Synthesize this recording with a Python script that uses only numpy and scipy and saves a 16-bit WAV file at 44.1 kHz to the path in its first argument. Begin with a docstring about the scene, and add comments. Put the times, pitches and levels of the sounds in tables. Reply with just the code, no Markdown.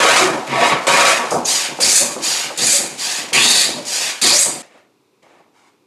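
"""A small workshop, the microphone near the bench: hand planes take quick, heavy strokes along a board.
First a wooden plane, then a steel one: each push tears wood fibres into a curling shaving, each pull
drags the sole back. Bursts of clicks and rubbing noise ring the resonances of plane, board and bench,
with judders, knocks, snaps, squeaks and short rings. At the end, light strokes come from across the shop."""
import sys
import numpy as np
from scipy import signal
from scipy.fft import rfft, irfft
from scipy.io import wavfile
from scipy.ndimage import uniform_filter1d, minimum_filter1d, map_coordinates

SR = 44100
rng = np.random.default_rng(int(sys.argv[2]) if len(sys.argv) > 2 else 0)


def master_out(mix):
    """Clip the mix to full scale and print it as 16-bit PCM to the path in sys.argv[1]."""
    frames = np.transpose(np.atleast_2d(mix))
    ceiling = np.clip(frames, -1, 1)
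    pcm = np.round(ceiling * 32767).astype(np.int16)
    wavfile.write(sys.argv[1], SR, pcm)


N = 258426
TIME = np.arange(N) / SR

# Levels in the tables are relative; each layer has its own gain on top.
# Pushes of the wooden plane: (start [s], length [s], rise [s], force [dB],
# crispness of the top against the rasp [dB], crispness change by the end [dB])
WOOD_CUTS = [(0, 0.2, 0.00092, -16, -4.5, 3.5), (0.869, 0.24, 0.0027, -16.5, -3.5, 2.5)]
# Wooden plane dragged back, catching twice, then scuffing as it is set down; one list per course:
# (time [s], force [dB], crispness [dB])
WOOD_PULLS = [
    [(0.47, -36.5, -12.5), (0.53, -23, -18), (0.59, -23, -10.5), (0.635, -14, -14.5), (0.69, -22.5, -4),
     (0.725, -17.5, -15)],
    [(1.306, -38.5, 15.5), (1.32, -37, 9.5), (1.35, -42, 12)],
]
# Steel plane sliding back: (start [s], length [s], rise [s], force [dB], crispness [dB],
# crispness change by the end [dB], lead of the top at first [dB])
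STEEL_PULLS = [ (1.451, 0.21, 0.02, -25.5, 12, -11, 5.5), (2.22, 0.23, 0.012, -26.5, 10, -9, 1.5),
               (2.974, 0.23, 0.018, -28, 7.5, -4.5, 0.5), (3.851, 0.25, 0.054, -25.5, 9.5, -7.5, 4), ]
# Strokes across the shop: (start [s], length [s], rise [s], force [dB], crispness [dB],
# crispness change by the end [dB], bench against force [dB], board against bench [dB])
FAR_STROKES = [ (4.623, 0.015, 0.0013, -47.5, -2.5, 0, -1, -13), (4.69, 0.091, 0.016, -52, -10.5, 1, 1, -9),
               (5.222, 0.18, 0.0013, -56.5, -8, -3.5, 2, -3.5),
               (5.53, 0.15, 0.015, -59.5, -2.5, -0.5, -13.5, 15.5), ]
# Pushes of the steel plane: (start [s], length [s], time to gather speed [s], force [dB],
# force change at speed [dB], crispness [dB], crispness change at speed [dB],
# shaving ring at first [Hz], shaving ring at speed [Hz], ring against the rasp [dB])
STEEL_CUTS = [ (1.806, 0.18, 0.1, -16.5, -2, -0.5, 8.5, 4760, 6800, -8.5),
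              (2.574, 0.18, 0.071, -20, 1, -2.5, 9, 3760, 7900, -7.5),
              (3.329, 0.29, 0.1, -12, -2, -7.5, 5.5, 2508, 4170, -4.5),
              (4.215, 0.21, 0.162, -13, -11, -3, 16, 4280, 8800, -2.5), ]
# Broad colours of blade, sole and bench contacts: (frequency [Hz], level [dB])
WOOD_RASP = [(710, -30.5), (1200, -0.5), (2220, -5.5), (3440, -7), (5850, -10), (6920, -8.5),
             (10500, -17.5), (14500, -40)]
STEEL_RASP = [(710, -46), (1200, -12), (1510, -10), (2390, -2.5), (2940, -9.5), (4750, 1.5), (5390, -5.5),
              (6840, 4), (10500, -4), (14500, -28)]
SOLE_RUB = [(710, -34.5), (1200, -5.5), (2410, 1.5), (4150, -1), (4700, 0), (5850, -3.5), (6770, -1.5),
            (10900, -12), (14500, -29.5)]
BENCH = [(35, -56), (48, -39), (72, -22), (100, -32), (137, -12.5), (488, 2.5), (669, 1), (816, -0.5),
         (1160, -4.5), (1400, -11.5), (1820, -25.5), (3080, -120)]
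# Colour of the room tone: (frequency [Hz], level [dB])
AIR = [(35, -51), (70, -26.5), (100, -7.5), (220, -3.5), (290, 2.5), (400, 1.5), (620, -13.5), (997, -9),
       (1820, -21.5), (2470, -14), (3110, -22), (3580, -17.5), (15400, -32)]
# Resonances of the two planes: (frequency [Hz], width [Hz], level [dB])
WOOD_BODY = [(1797, 76, 3), (2250, 310, 4.5), (2850, 49, -1.5), (3844, 45, 2.5), (4940, 170, -4),
             (6500, 84, -8.5)]
STEEL_BODY = [(2430, 11, -4.5), (4750, 200, 3), (5800, 55, 1.5), (6800, 160, 1), (7740, 340, -5.5),
              (8540, 34, 2)]
# Modes of the board on its bench: (frequency [Hz], level [dB])
BOARD = [(565.2, -30), (662.1, -32.5), (952.8, -33.5), (1028, -32), (1130, -30), (1314, -33.5), (1389, -47)]
# The plane bumps on the board: (time [s], peak [dB])
KNOCKS = [(0.729, -2.5), (0.869, 0), (1.315, 0), (1.343, -9), (1.787, -7), (2.164, -11), (2.503, -13),
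          (2.621, -15.5), (3.32, -11), (3.645, -18), (4.459, -12.5), (5.459, -43.5)]
# The blade bites, the sole catches or a shaving snaps off: (time [s], peak [dB])
SNAPS = [(0.163, 11.5), (0.2414, 6.5), (0.8687, 9.5), (0.899, -12.5), (1.3094, -9), (1.452, -7.5),
         (1.803, 4), (2.579, -5), (3.3295, 4), (4.2153, 3.5), (5.2282, -33)]
# One resonance of plane, board or bench stands out: a squeak or groan of friction, or a short
# ring at a blow: (start [s], length [s], pitch [Hz], level [dB])
SQUEAKS_AND_RINGS = [(0.172, 0.13, 353.3, -23), (.47, .13, 148, -34), (0.544, 0.12, 673.5, -19.5),
                     (0.728, 0.023, 154, -24.5), (0.867, 0.017, 7900, -19.5), (1.446, 0.019, 6660, -18.5),
                     (1.789, 0.044, 574, -27), (1.816, 0.034, 4800, -18), (1.828, 0.073, 73.4, -45.5),
                     (1.978, .11, 570, -29), (2.604, 0.069, 75, -46.5), (2.723, 0.062, 572, -30.5),
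                     (3.335, 0.06, 2447, -17.5), (3.767, 0.069, 581, -28.5), (4.306, 0.13, 567.6, -27.5)]
# The plane judders on the board, mostly as it turns round between strokes:
# (start [s], length [s], bench rumble [dB], board against bench [dB])
JUDDERS = [ (0.2, 0.18, -20.5, 3.5), (0.479, 0.083, -26.5, 0.5), (1.168, 0.08, -30, 10),
           (1.313, 0.072, -19.5, 3.5), (1.678, 0.03, -30, 2.5), (1.999, 0.09, -28.5, 2),
           (2.152, 0.04, -27, -3.5), (2.439, 0.04, -36, 1), (2.603, 0.043, -26.5, -6),
           (2.781, 0.05, -28, 1), (2.893, 0.06, -35, -5.5), (3.163, 0.22, -35.5, 1),
           (3.655, 0.16, -28.5, -1), (4.454, 0.11, -31, 0), ]
# Dying of the workshop's reflections: (frequency [Hz], time to fall 60 dB [s])
ROOM = [(150, 0.27), (1000, 0.66), (5000, 0.12), (14000, 0.19)]
# Grain of cutting, sliding and shaking contacts: (fibres a second [1/s], size spread [dB],
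# smooth rubbing against clicks [ratio], slips a second [1/s], slip depth [ratio], bunching [dB])
TEARING = (3800, 2, 0.56, 160, 0.054, 1.4)
RUBBING = (9700, 1.3, 0.93, 420, 0.097, 0.69)
JUDDERING = (2500, 2.67, 0.72, 37, 0.095, 2.9)

AIR_DB = -60
CLOSE_END_S = 4.622  # the scene changes here: the close sound, room sound included, ends at once
EDGE_HZ = 14500  # upper edge of the microphone's band
START_DB = 19.5  # slides and judders start this far under their force
# The steel blade bites thin and bright, then takes hold; speed builds in one smooth step
BITE_DB, BITE_S, GATHER_S = 8.5, 0.013, 0.022
JUDDER_RISE_S, JUDDER_SAG_DB_PER_S = 0.0059, 26
KNOCK_T60_S, SNAP_T60_S = 0.2, 0.035


def amp(db):
    """Decibels to gain."""
    return 10 ** (np.asarray(db) / 20)


def evened(x):
    """Scales to an rms of one."""
    return x / np.sqrt(np.mean(x ** 2) + 1e-20)


def steadied(x):
    """Holds the slow level at one and leaves the grain."""
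    return x / np.sqrt(uniform_filter1d(x ** 2, size=4000) + 1e-12)


def read(points, hz):
    """Reads a table on a log-frequency axis."""
    f, value = np.transpose(points)
    return np.interp(np.log(hz + 1), np.log(f + 1), value)


def add(mix, s, sound):
    """Adds a sound to the mix at time s."""
    part = mix[max(round(s * SR), 0):][:len(sound)]
    part += sound[:len(part)]


def wander(n, rate):
    """Smooth chance of about unit size that changes about rate times a second."""
    return np.interp(np.arange(n) * rate / SR, np.arange(4000), rng.standard_normal(4000))


def resonate(x, hz, width):
    """A steep resonance that follows the curve hz."""
    turn = np.exp(2j * np.pi * np.cumsum(hz * np.ones(len(x))) / SR)
    r = np.exp(-np.pi * width / SR)
    # shift the pitch down to zero, smooth with a double pole, shift back up
    smoothed = signal.lfilter([(1 - r) ** 2], [1, -2 * r, r * r], x / turn)
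    return 2 * (turn * smoothed).real


def body(spectrum, modes, ring_db):
    """Causal impulse response of an object: a broad colour with resonances standing out of it."""
    hz = np.fft.rfftfreq(8192, 1 / SR)
    ring = sum(amp(db) ** 2 / (1 + ((hz - f) / width) ** 2) ** 2 for f, width, db in modes)
    power = amp(read(spectrum, hz)) ** 2 + amp(ring_db) ** 2 * ring
    log_gain = np.log(power + 1e-10) / 2
    circle = np.concatenate([log_gain, log_gain[-2:0:-1]])
    # minimum phase: the object answers as soon as it is struck
    return np.fft.ifft(np.exp(np.conj(signal.hilbert(circle)))).real[:len(hz)]


def board(width_hz, ring_db):
    """Response of the board lying on the bench."""
    return body(BENCH, [(hz, width_hz, db) for hz, db in BOARD], ring_db)


def fibres(n, per_s, spread_db, smooth, slip_hz, slip, clump_db):
    """Fibres break as clicks of all sizes over smooth rubbing, bunched as the plane sticks and slips."""
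    size = amp(spread_db * np.minimum(rng.exponential(1, n), 4))
    clicks = size * rng.choice([-1, 1], n) * (rng.random(n) < per_s / SR)
    turns = np.cumsum(slip_hz * (1 + 0.23 * wander(n, 60))) / SR
    bunches = (1 + slip * np.cos(2 * np.pi * turns)) * amp(clump_db * wander(n, 90))
    return (evened(clicks) + smooth * rng.standard_normal(n)) * bunches


def bounced(x, echo=0.38, path_s=0.00111):
    """The board reflects the sound; the short path wanders irregularly, so bright bands shift."""
    at = np.arange(len(x))
    delay = path_s * SR * (1 + .25 * wander(len(x), 14))
    reflection = map_coordinates(x, [at - delay], order=3)
    return (x + echo * reflection) / np.hypot(1, echo)


def slide(start, length, rise_s, force_db, crisp_db, change_db, lead_db=0):
    """Course of an even stroke: the force rises and holds while the top leads, then brightens or dulls."""
    t = np.linspace(0, length, 100)
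    slack = np.exp(-t / rise_s)
    level_db = force_db - START_DB * slack
    top_db = crisp_db + lead_db * slack + change_db * (t / length) ** 2
    return np.column_stack([start + t, level_db, top_db])


def push(start, length, gather_s, force_db, ease_db, crisp_db, brighten_db, slow_hz, fast_hz):
    """Course of a steel cut: a bite, then speed shifts the force, brightens the top, lifts the ring."""
    t = np.linspace(0, length, 100)
    bite_db = BITE_DB * np.exp(-t / BITE_S)
    speed = 1 / (1 + np.exp((gather_s - t) / GATHER_S))
    level_db = force_db - bite_db + ease_db * speed
    top_db = crisp_db + bite_db + brighten_db * speed
    curl_hz = slow_hz * (fast_hz / slow_hz) ** speed
    return np.column_stack([start + t, level_db, top_db, curl_hz])


def judder(start, length, bench_db, board_db):
    """Course of a judder: a quick swell that settles."""
    t = np.linspace(0, length, 100)
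    level_db = bench_db - START_DB * np.exp(-t / JUDDER_RISE_S) - JUDDER_SAG_DB_PER_S * t
    return np.column_stack([start + t, level_db, np.full(len(t), board_db)])


def shaking(course, bench_db, board_db, settle_db=0):
    """A stroke's force shakes the work; the bench settles towards the end while the board sounds on."""
    s, force_db = course[:, 0], course[:, 1]
    settled_db = settle_db * ((s - s[0]) / (s[-1] - s[0])) ** 2
    return np.column_stack([s, force_db + bench_db - settled_db, board_db + settled_db / 2])


def stroke(rows, response, grain, split_hz, fall_db_per_s, curl_db=0, curl_width_hz=1000):
    """Breaking fibres ring a body; force sets the level and a sharper contact lifts the top."""
    s, *columns = np.transpose(rows)
    t = np.arange(s[0], s[-1] + .5, 1 / SR)
    force_db, top_db, *curl_hz = (np.interp(t, s, c) for c in columns)
    after_s = np.maximum(t - s[-1], 0)
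    force_db = force_db - fall_db_per_s * after_s  # the plane coasts to a stop
    top_db = top_db - 15 * after_s  # and dulls as it slows
    sound = evened(signal.fftconvolve(fibres(len(t), *grain), response)[:len(t)])
    if curl_hz:  # the shaving's ring follows the speed of the plane
        curl = resonate(fibres(len(t), *grain), curl_hz[0], curl_width_hz)
        sound = sound + amp(curl_db) * evened(resonate(curl, curl_hz[0], curl_width_hz))
    sound = bounced(sound)
    low = signal.sosfiltfilt(signal.butter(4, split_hz, fs=SR, output="sos"), sound)
    sound = steadied(low) + amp(top_db) * steadied(sound - low)
    return s[0], amp(force_db) * sound * signal.windows.tukey(len(t), 100 / len(t))


def blows(rows, response):
    """Each blow is a short dying rattle of contacts that rings a body."""
    out, t = np.zeros(N), TIME[:SR // 3]
    for s, db, t60 in rows:
        rattle = rng.standard_normal(len(t)) * np.exp(-np.log(1000) * t / t60)
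        sound = signal.fftconvolve(rattle, response)
        add(out, s, amp(db) * sound / abs(sound).max())
    return out


def air():
    """Quiet steady room tone: coloured noise."""
    colour = amp(read(AIR, np.fft.rfftfreq(N, 1 / SR)))
    return amp(AIR_DB) * evened(irfft(rfft(rng.standard_normal(N)) * colour, N))


def loose_shavings():
    """Curled shavings rustle steadily around the plane, under the strokes and between them."""
    rustle = signal.fftconvolve(fibres(N, *JUDDERING), body(SOLE_RUB, STEEL_BODY, ring_db=-15.5))[:N]
    return amp(-38.0) * evened(rustle)


def wooden_plane():
    """Fibres ring the wooden body: a hollow rasp on the push, a duller scrape on the way back."""
    out = np.zeros(N)
    blade = body(WOOD_RASP, WOOD_BODY, ring_db=-6.5)
    sole = body(WOOD_RASP, WOOD_BODY, ring_db=-1.0)
    for row in WOOD_CUTS:
        add(out, *stroke(slide(*row), blade, TEARING, split_hz=3400, fall_db_per_s=116.5))
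    for course in WOOD_PULLS:
        add(out, *stroke(course, sole, RUBBING, split_hz=4870, fall_db_per_s=200.5))
    return amp(0.37) * out


def bench():
    """Every close stroke and every judder shakes the board and the bench under it."""
    out = np.zeros(N)
    under_wood, under_steel = board(width_hz=20, ring_db=36.5), board(width_hz=25, ring_db=27)
    wood = [shaking(slide(*row), bench_db=-9.5, board_db=13, settle_db=4.5) for row in WOOD_CUTS]
    wood += [shaking(np.array(course), bench_db=-6.5, board_db=10.5) for course in WOOD_PULLS]
    steel = [shaking(push(*row), bench_db=-11.5, board_db=1.5, settle_db=13) for *row, _ in STEEL_CUTS]
    steel += [shaking(slide(*row), bench_db=-13.5, board_db=10.0, settle_db=4) for row in STEEL_PULLS]
    for course in wood:
        add(out, *stroke(course, under_wood, JUDDERING, split_hz=413, fall_db_per_s=143.5))
    for course in steel + [judder(*row) for row in JUDDERS]:
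        add(out, *stroke(course, under_steel, JUDDERING, split_hz=395, fall_db_per_s=170.5))
    return amp(-4.5) * out


def snaps():
    """Bites, catches and snapping shavings: very short rattles ring the steel sole's response."""
    rows = [(s, db, SNAP_T60_S) for s, db in SNAPS]
    return amp(-15.0) * blows(rows, body(SOLE_RUB, STEEL_BODY, ring_db=-12.5))


def squeaks_and_rings():
    """One resonance stands out, a friction squeak or a ring at a blow, wavering in pitch and level."""
    out = np.zeros(N)
    for s, length, hz, db in SQUEAKS_AND_RINGS:
        n = int(length * SR)
        pitch = hz * (1 + .06 * wander(n, hz / 8))
        tone = np.sin(2 * np.pi * np.cumsum(pitch) / SR) * (1 + .6 * wander(n, hz / 15))
        add(out, s, amp(db) * evened(tone) * signal.windows.tukey(n, .6))
    return out


def knocks():
    """The plane bumps on the board, which rings with the bench."""
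    rows = [(s, db, KNOCK_T60_S) for s, db in KNOCKS]
    return amp(-8.0) * blows(rows, board(width_hz=28, ring_db=22.5))


def steel_plane():
    """Tearing fibres and the curling shaving's ring make a rising zip; the returning sole hisses."""
    out = np.zeros(N)
    blade = body(STEEL_RASP, STEEL_BODY, ring_db=-3.5)
    sole = body(SOLE_RUB, STEEL_BODY, ring_db=-1.5)
    for *row, ring_db in STEEL_CUTS:
        add(out, *stroke(push(*row), blade, TEARING, split_hz=5520, fall_db_per_s=124.0,
                         curl_db=ring_db, curl_width_hz=2580))
    for row in STEEL_PULLS:
        add(out, *stroke(slide(*row), sole, RUBBING, split_hz=4010, fall_db_per_s=181.5))
    return amp(-1.0) * out


def far_plane():
    """Light strokes across the shop, dull and quiet: rubbing rings a wooden body, board and bench."""
    out = np.zeros(N)
    plane, work = body(WOOD_RASP, WOOD_BODY, ring_db=-4.5), board(width_hz=45, ring_db=19)
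    for *row, bench_db, board_db in FAR_STROKES:
        course = slide(*row)
        shake = shaking(course, bench_db, board_db)
        add(out, *stroke(course, plane, RUBBING, split_hz=3450, fall_db_per_s=172))
        add(out, *stroke(shake, work, JUDDERING, split_hz=750, fall_db_per_s=166))
    return amp(-1) * out


def workshop(x, wet_db):
    """Direct sound plus sparse reflections, each band dying at its own speed."""
    at = np.arange(150, SR - 20, 20)
    taps = np.zeros(SR)
    taps[at + rng.integers(0, 20, len(at))] = rng.choice([-1., 1.], len(at))
    hz, t, bands = signal.stft(taps, SR, nperseg=256)
    decay = np.exp(-np.log(1000) * t / read(ROOM, hz)[:, None])
    tail = signal.istft(bands * decay, SR)[1]
    return x + amp(wet_db) * signal.fftconvolve(x, tail / np.linalg.norm(tail))[:N]


def scene():
    """Close planing, which gives way at once to the far strokes, over steady room tone."""
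    planing = loose_shavings() + wooden_plane() + bench() + squeaks_and_rings() + steel_plane()
    close = workshop(planing, wet_db=-7.5) * (TIME < CLOSE_END_S)
    impacts = workshop(snaps() + knocks(), wet_db=-15.0)
    far = workshop(far_plane(), wet_db=-14)
    return (air() + close + impacts + far)[None]


def record(dry):
    """The microphone sheds the deepest bass, a quick limiter holds the peaks; then the band limit."""
    lean = signal.sosfilt(signal.butter(3, 55, "high", fs=SR, output="sos"), dry)
    allowed = minimum_filter1d(np.minimum(1, .88 / (abs(lean) + 1e-9)), size=41)
    held = lean * uniform_filter1d(allowed, size=41)
    band = signal.firwin(255, EDGE_HZ, window=("kaiser", 8), fs=SR)
    return signal.oaconvolve(held, band[None], "same")


dry = scene()
out = record(dry)
master_out(out)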